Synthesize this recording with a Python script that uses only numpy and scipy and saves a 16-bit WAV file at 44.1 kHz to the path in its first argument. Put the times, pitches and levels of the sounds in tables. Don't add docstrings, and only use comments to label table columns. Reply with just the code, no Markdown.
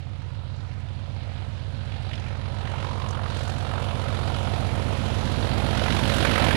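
import sys
import numpy as np
from scipy import signal
from scipy.fft import rfft, irfft
from scipy.io import wavfile
from scipy.ndimage import uniform_filter1d

SR = 44100
rng = np.random.default_rng(int(sys.argv[2]) if len(sys.argv) > 2 else 0)


def waveform_to_disk(signal):
    frames = np.transpose(np.atleast_2d(signal))
    scaled = np.clip(frames, -1, 1) * 32767
    samples = np.round(scaled).astype(np.int16)
    wavfile.write(sys.argv[1], SR, samples)


N = 289296
TIME = np.arange(N) / SR

# (pulse arrival [firing intervals], pulse level [dB],
# steep front arrival [firing intervals], front level [dB])
CYLINDER_FIRINGS = [(0.05, 7, 0.095, -3), (0.73, -2.5, 0.82, -23), (2.11, 4.5, 2.24, -5.5),
                    (3.86, 3, 3.1, -12), (4.19, 5, 5.2, -4), (5.35, 3, 5.36, -1.5), (6.0, 7.5, 6.08, 0.5),
                    (7.48, 5, 7.56, 0.5), (8.02, 1, 9.9, -3.5), (9.19, 5, 3.9, -32),
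                    (10.17, -3.5, 10.15, -11.5), (11.01, 1.5, 11.02, -6)]


def undb(db):
    return 10 ** (np.asarray(db) / 20)


def unit(x):
    return x / np.sqrt(np.mean(x ** 2))


def even(x, size=512):
    return x / np.sqrt(uniform_filter1d(x ** 2, size))


def curves(table):
    s, *columns = np.transpose(table)
    return [np.interp(TIME, s, column) for column in columns]


def band(x, low_hz, high_hz, order=4):
    f = np.arange(N // 2 + 1) * SR / N + 1e-3
    low_side = 1 + (low_hz / f) ** (2 * order)
    high_side = 1 + (f / high_hz) ** (2 * order)
    return irfft(rfft(x) / low_side / high_side, N)


def colour(x, points, size=16384):
    hz, db = np.transpose(points)
    f = np.arange(size // 2 + 1) * SR / size + 1
    gain = undb(np.interp(np.log(f), np.log(hz), db))
    cepstrum = irfft(np.log(gain))
    cepstrum[1:size // 2] *= 2
    cepstrum[size // 2 + 1:] = 0
    response = irfft(np.exp(rfft(cepstrum)))
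    return signal.fftconvolve(x, response)[:N]


def resonance(x, hz, width_hz):
    return signal.lfilter(*signal.iirpeak(hz, hz / width_hz, fs=SR), x)


def ring(x, notes, gain=1):
    return x + gain * sum(undb(db) * resonance(x, hz, width_hz) for hz, width_hz, db in notes)


def lift(x, part, db):
    return x + part * (undb(db) - 1)


def noise():
    return rng.standard_normal(N)


def walk(rate):
    k = int(SR / rate)
    steps = np.repeat(rng.standard_normal(N // k + 1), k)
    return unit(uniform_filter1d(steps, k)[:N])


def narrow(hz, width_hz):
    smear = unit(band(noise(), 0.97, width_hz, order=1))
    return unit(smear * np.sin(2 * np.pi * np.cumsum(hz) / SR))


def cycle_noise(crank, repeat, size=6000):
    place = (crank / len(CYLINDER_FIRINGS) % 1 * size).astype(int)
    repeating = rng.standard_normal(size)[place]
    return np.sqrt(repeat) * repeating + np.sqrt(1 - repeat) * noise()


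def distance():
    train_m_s, passes_s, track_m = 11.234, 8.98, 8.7
    return np.hypot(train_m_s * (passes_s - TIME), track_m)


def approach(near_db, fall_db):
    near_m = 30
    return near_db - fall_db * np.log2(distance() / near_m)


def closeness():
    middle_m, span_m = 41, 3.1
    return 1 / (1 + np.exp((distance() - middle_m) / span_m))


def through_air(x, patchy_db, count=8):
    out = x
    far = 1 - 0.4 * TIME / TIME[-1]
    for hz in 450 * np.sqrt(2) ** np.arange(count):
        half_octave = band(x, hz, hz * np.sqrt(2), order=8)
        out = lift(out, half_octave, patchy_db * far * walk(6))
    return out


def firings(crank, slot, db, scatter_db):
    starts = len(slot) * np.arange(-1, crank[-1] / len(slot))
    due = (starts[:, None] + slot).ravel()
    at = np.interp(due, crank, np.arange(N), left=-1, right=-1).astype(int)
    size = undb(np.tile(db, len(starts)) + scatter_db * rng.standard_normal(len(at)))
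    return np.bincount(at[at >= 0], size[at >= 0], N)


def exhaust(crank):
    # (frequency [Hz], gain [dB]); each band is levelled afresh below
    pipe_response = [(28.0, -49.0), (38.0, -68.8), (46.0, -18.4), (58.0, -29.6), (70.0, 0.0), (92.0, -9.6),
                     (125.0, -14.2), (150.0, -20.3), (180.0, -29.9), (210.0, -20)]
    # (time [s], level [dB])
    overtone_level = [(0, -58), (1.5, -55), (3, -52), (4, -44.5), (5.2, -41), (6.56, -36.5)]
    slot, db, _, _ = np.transpose(CYLINDER_FIRINGS)
    pipe = -colour(firings(crank, slot, db, scatter_db=0.5), pipe_response)
    boom_loss_db = 4.5 * closeness()
    thud_db = approach(near_db=-32.0, fall_db=7.5)
    boom_db = approach(near_db=-29.5, fall_db=6.0) - boom_loss_db
    drone_db = approach(near_db=-30.5, fall_db=6.5) - 0.7 * boom_loss_db
    throb_db = approach(near_db=-42.5, fall_db=13.5)
    overtone_db = curves(overtone_level)[0] + walk(5)
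    thud = unit(band(pipe, 27, 76.5, order=10)) * undb(thud_db)
    boom = unit(band(pipe, 78.4, 106.7, order=10)) * undb(boom_db)
    drone = unit(band(pipe, 103.6, 154, order=8)) * undb(drone_db)
    throb = unit(band(pipe, 158, 174, order=12)) * undb(throb_db)
    overtone = unit(band(pipe, 209, 213.8, order=20)) * undb(overtone_db)
    return thud + boom + drone + throb + overtone


def bark(crank):
    # (frequency [Hz], width [Hz], gain [dB])
    casing_notes = [(207, 17, -4.5), (259.4, 6.6, -7.5)]
    _, _, slot, db = np.transpose(CYLINDER_FIRINGS)
    knock = -resonance(firings(crank, slot, db, scatter_db=0.5), hz=243, width_hz=146)
    knock = band(band(knock, 1, 230, order=1), 206, 1500)
    knock = unit(ring(knock, casing_notes))
    rattle = unit(band(cycle_noise(crank, repeat=0.89), 224, 376)) * undb(-7.5)
    return (knock + rattle) * undb(approach(near_db=-32.5, fall_db=15.5))


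def blasts(crank, depth_db, start, scatter_db, pattern=None):
    usual_pattern = [-0.88, -0.8, -1.9, -1.2, -0.97, -1.7]
    pattern = usual_pattern if pattern is None else pattern
    limp = 0.1
    rise, sharpness = 0.25, 1.5
    limping = crank + limp * np.cos(np.pi * (crank - .5) / 2)
    count, age = np.divmod((limping - start) / 2 + len(pattern), 1)
    count = count.astype(int)
    shape = (age / rise * np.exp(1 - age / rise)) ** sharpness
    own_db = np.take(pattern, count, mode="wrap") + scatter_db * rng.standard_normal(N // 100)[count]
    flow = undb((depth_db + own_db) * shape)
    return flow / np.sqrt(uniform_filter1d(flow ** 2, SR // 4))


def flares(hz):
    # (middle [s], length [s], gain [dB], centre [Hz])
    flare_list = [(1.366, 0.22, 3.5, 4500), (1.3, 0.55, 2, 1000), (2.038, 0.58, 2.5, 3700),
                  (2.277, 0.046, 3, 4000), (2.42, 0.26, -5, 10100), (2.745, 0.28, 3.5, 3200),
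                  (3.05, 0.56, 2, 1100), (3.206, 0.13, -5, 6900), (3.344, 0.18, 2.5, 4000),
                  (3.445, 0.26, 3.5, 7950), (3.495, 0.24, -0.5, 800), (3.776, 0.16, 2.5, 1330),
                  (4.737, 0.68, -1.2, 3500), (4.7, 0.16, -1, 800), (5.604, 0.44, 1.5, 636),
                  (5.83, 0.3, 1.5, 2820), (6.145, 0.27, 3, 10000), (6.328, 0.92, 4, 2500),
                  (6.42, 0.17, 5, 1390), (1.214, 0.083, 2, 3000), (2.7, 0.66, 1.5, 650),
                  (4.2, 0.64, 0.9, 1600), (6.3, 1, -1, 520)]
    reach_octaves = 1
    total_db = 0
    for s, length, db, centre in flare_list:
        in_time = (2 * (TIME - s) / length) ** 2
        in_pitch = (np.log2(hz / centre) / reach_octaves) ** 2
        total_db = total_db + db * np.exp(-in_time - in_pitch)
    return total_db


def hollows():
    # (start [s], length [s], first pitch [Hz], last pitch [Hz], level [dB])
    glides = [(0, 0.84, 932, 943, -58.5), (0, 0.98, 1260, 1405, -63), (0.849, 0.77, 580, 923, -55),
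              (1.752, 0.86, 878, 940, -55.5), (2.551, .8, 719.5, 1301, -45), (3.645, 0.59, 939, 964, -51)]
    waver = 0.012
    out = np.zeros(N)
    for s, length, first_hz, last_hz, db in glides:
        along = np.clip((TIME - s) / length, 0, 1)
        hz = (first_hz + (last_hz - first_hz) * along) * (1 + waver * walk(7))
        out += undb(db) * np.sin(np.pi * along) * even(narrow(hz, width_hz=100))
    return out


def gas(crank, surge_db):
    # (frequency [Hz], gain [dB])
    gas_colour = [(180, -74.5), (300, 17.5), (384, 1.5), (543, -1), (720, -5), (808, -9), (1140, -12.5),
                  (1300, -6.5), (1940, -13), (3070, -12.5), (4070, -15), (6460, -26), (8990, -30.5),
                  (10400, -34), (15500, -53)]
    # (frequency [Hz], width [Hz], gain [dB])
    stack_notes = [(550, 56, -3), (723, 44, -9.5), (964, 66, -9)]
    # (time [s], depth [dB])
    chuff = [(0, 5), (1.7, 5), (2.9, 11.7), (3.3, 11.5), (3.8, 10), (4.5, 8.3), (5.05, 5.5), (5.85, 11),
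             (6.56, 12)]
    growl_pattern = [4.5, 2.5, 4.5, 2.5, 1, 4]
    growl_db = approach(near_db=-31.0, fall_db=14.5) + 0.81 * surge_db + flares(hz=557)
    roar_db = approach(near_db=-34.5, fall_db=13.5) + 1.44 * surge_db + flares(hz=1130)
    rasp_db = approach(near_db=-33.5, fall_db=12.5) + 0.54 * surge_db + flares(hz=3240)
    hiss_db = approach(near_db=-47.5, fall_db=14.0) + 0.88 * surge_db + flares(hz=6800)
    depth_db, = curves(chuff)

    low_jet = colour(cycle_noise(crank, repeat=0.25), gas_colour)
    low_jet = through_air(low_jet, patchy_db=2.0, count=4)
    stack_mask_db = 9 * closeness()
    low_jet = ring(low_jet, stack_notes, gain=undb(-stack_mask_db))
    jet = colour(cycle_noise(crank, repeat=0.082), gas_colour)
    jet = through_air(jet, patchy_db=1.85)
    top_db = approach(near_db=9.0, fall_db=9.0) + 0.4 * flares(hz=12000)
    jet = lift(jet, band(jet, 10700, SR), top_db)

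    growl_flow = blasts(crank, 0.26 * depth_db, start=-0.03, scatter_db=2.2, pattern=growl_pattern)
    roar_flow = blasts(crank, 0.99 * depth_db, start=0.03, scatter_db=2.1)
    rasp_flow = blasts(crank, 0.74 * depth_db, start=0.036, scatter_db=1.74)
    hiss_flow = blasts(crank, 0.66 * depth_db, start=0.12, scatter_db=2.0)
    growl = even(band(low_jet, 391.0, 1065, order=5), size=1024) * growl_flow * undb(growl_db)
    roar = even(band(low_jet, 850, 1227, order=3)) * roar_flow * undb(roar_db)
    rasp = even(band(jet, 1300, 5150, order=5)) * rasp_flow * undb(rasp_db)
    hiss = unit(band(jet, 5560, 16800, order=6)) * hiss_flow * undb(hiss_db)
    hollow = hollows() * blasts(crank, depth_db=12, start=0.05, scatter_db=0.3)
    return growl + roar + rasp + hiss + hollow


def turbocharger(crank, surge_db):
    # (time [s], blade tone [Hz])
    blade_tone = [(0, 9880), (1.5, 9930), (2.7, 10060), (4.3, 10400), (6, 10720), (6.56, 10800)]
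    hz, = curves(blade_tone)
    partner = 0.942
    pair = narrow(hz, width_hz=230) + narrow(partner * hz, width_hz=230)
    tone = pair * undb(approach(near_db=-52.5, fall_db=18.5) + 0.97 * surge_db)
    flow = blasts(crank, depth_db=7.0, start=0.18, scatter_db=1.5)
    return band(tone, 7000, 11300, order=8) * flow


def wheels():
    rumble = unit(band(noise(), 94, 265, order=3)) * undb(-5.0 + 0.51 * walk(3.34))
    ground = unit(band(noise(), 50, 165)) * undb(-7)
    return (rumble + ground) * undb(approach(near_db=-31.5, fall_db=10))


def spits():
    # (time [s], level [dB], centre [Hz])
    spit_list = [(1.919, -45, 2800), (1.94, -48, 3000), (2.111, -42, 2700), (2.131, -38.5, 3040),
                 (2.137, -41, 2900), (2.153, -44, 3570), (2.178, -46, 3000), (2.197, -53, 5200),
                 (2.262, -42, 2000), (2.282, -50, 3400), (2.674, -40.5, 1500), (2.736, -35, 950),
                 (2.845, -38, 1230), (2.909, -40, 1300), (2.977, -45, 1240), (3.086, -46, 6300),
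                 (3.106, -45, 6200), (3.149, -36, 1400), (3.171, -39, 1500), (3.191, -35.5, 1300),
                 (3.238, -39, 1100), (3.258, -35, 1210), (3.368, -48, 6500), (3.389, -51, 7200),
                 (3.41, -41, 1600), (3.433, -53, 7100), (3.477, -48, 7100), (3.497, -48, 7100),
                 (3.712, -39, 1400), (3.735, -36, 1550), (3.778, -37, 1400), (3.823, -37, 1200),
                 (3.867, -42, 1000), (4.471, -34, 1200), (5.534, -41, 1600), (5.748, -34, 1800),
                 (5.86, -32, 2170), (5.881, -32.5, 2530), (6.249, -23, 1730), (6.357, -29, 1790),
                 (6.377, -27, 1710), (6.508, -24, 1880)]
    rise_s, tail_db, tail_s = 0.0028, -14, 0.022
    out, size = np.zeros(N + SR), SR // 5
    age = np.arange(size) / SR
    rise = age / rise_s
    crack = rise * np.exp(1 - rise)
    tail = undb(tail_db) * np.tanh(rise) * np.exp(-age / tail_s)
    shape = np.hypot(crack, tail)
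    for s, db, hz in spit_list:
        edges = signal.butter(2, [0.65 * hz, 1.164 * hz], "bandpass", fs=SR, output="sos")
        burst = signal.sosfilt(edges, rng.standard_normal(2 * size))
        burst = even(burst, size=256)[size:]
        first = int(s * SR)
        out[first:first + size] += undb(db) * shape * burst
    return out[:N]


def scene():
    # (time [s], rate [firings per second])
    engine_speed = [(0, 92.63), (0.5, 93.25), (3.9, 92.13), (5, 92.22), (6.56, 92.65)]
    # (time [s], level [dB])
    gas_surge = [(0, -2), (1.35, -2.5), (1.7, -2), (2.45, 0.3), (2.7, 1.5), (3.8, 2.5), (4.5, 1.7),
                 (5.3, -2.5), (6.3, -1.5), (6.56, -4)]
    crank = np.cumsum(curves(engine_speed)[0]) / SR
    surge_db, = curves(gas_surge)
    engine = exhaust(crank) + bark(crank) + gas(crank, surge_db) + spits()
    train = engine + turbocharger(crank, surge_db) + wheels()
    return np.array([train, train])


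def record(dry):
    top_hz = 15500
    right = 2 * dry[1]
    low_crosstalk = undb(-44) * band(dry[0], 1, 150, order=1)
    high_crosstalk = undb(-54) * band(dry[0], 4000, 16000, order=1)
    left = low_crosstalk + high_crosstalk + undb(-78) * noise()
    top_cut = signal.ellip(10, .1, 80, top_hz, fs=SR, output="sos")
    return signal.sosfilt(top_cut, np.array([left, right]))


dry = scene()
out = record(dry)
waveform_to_disk(out)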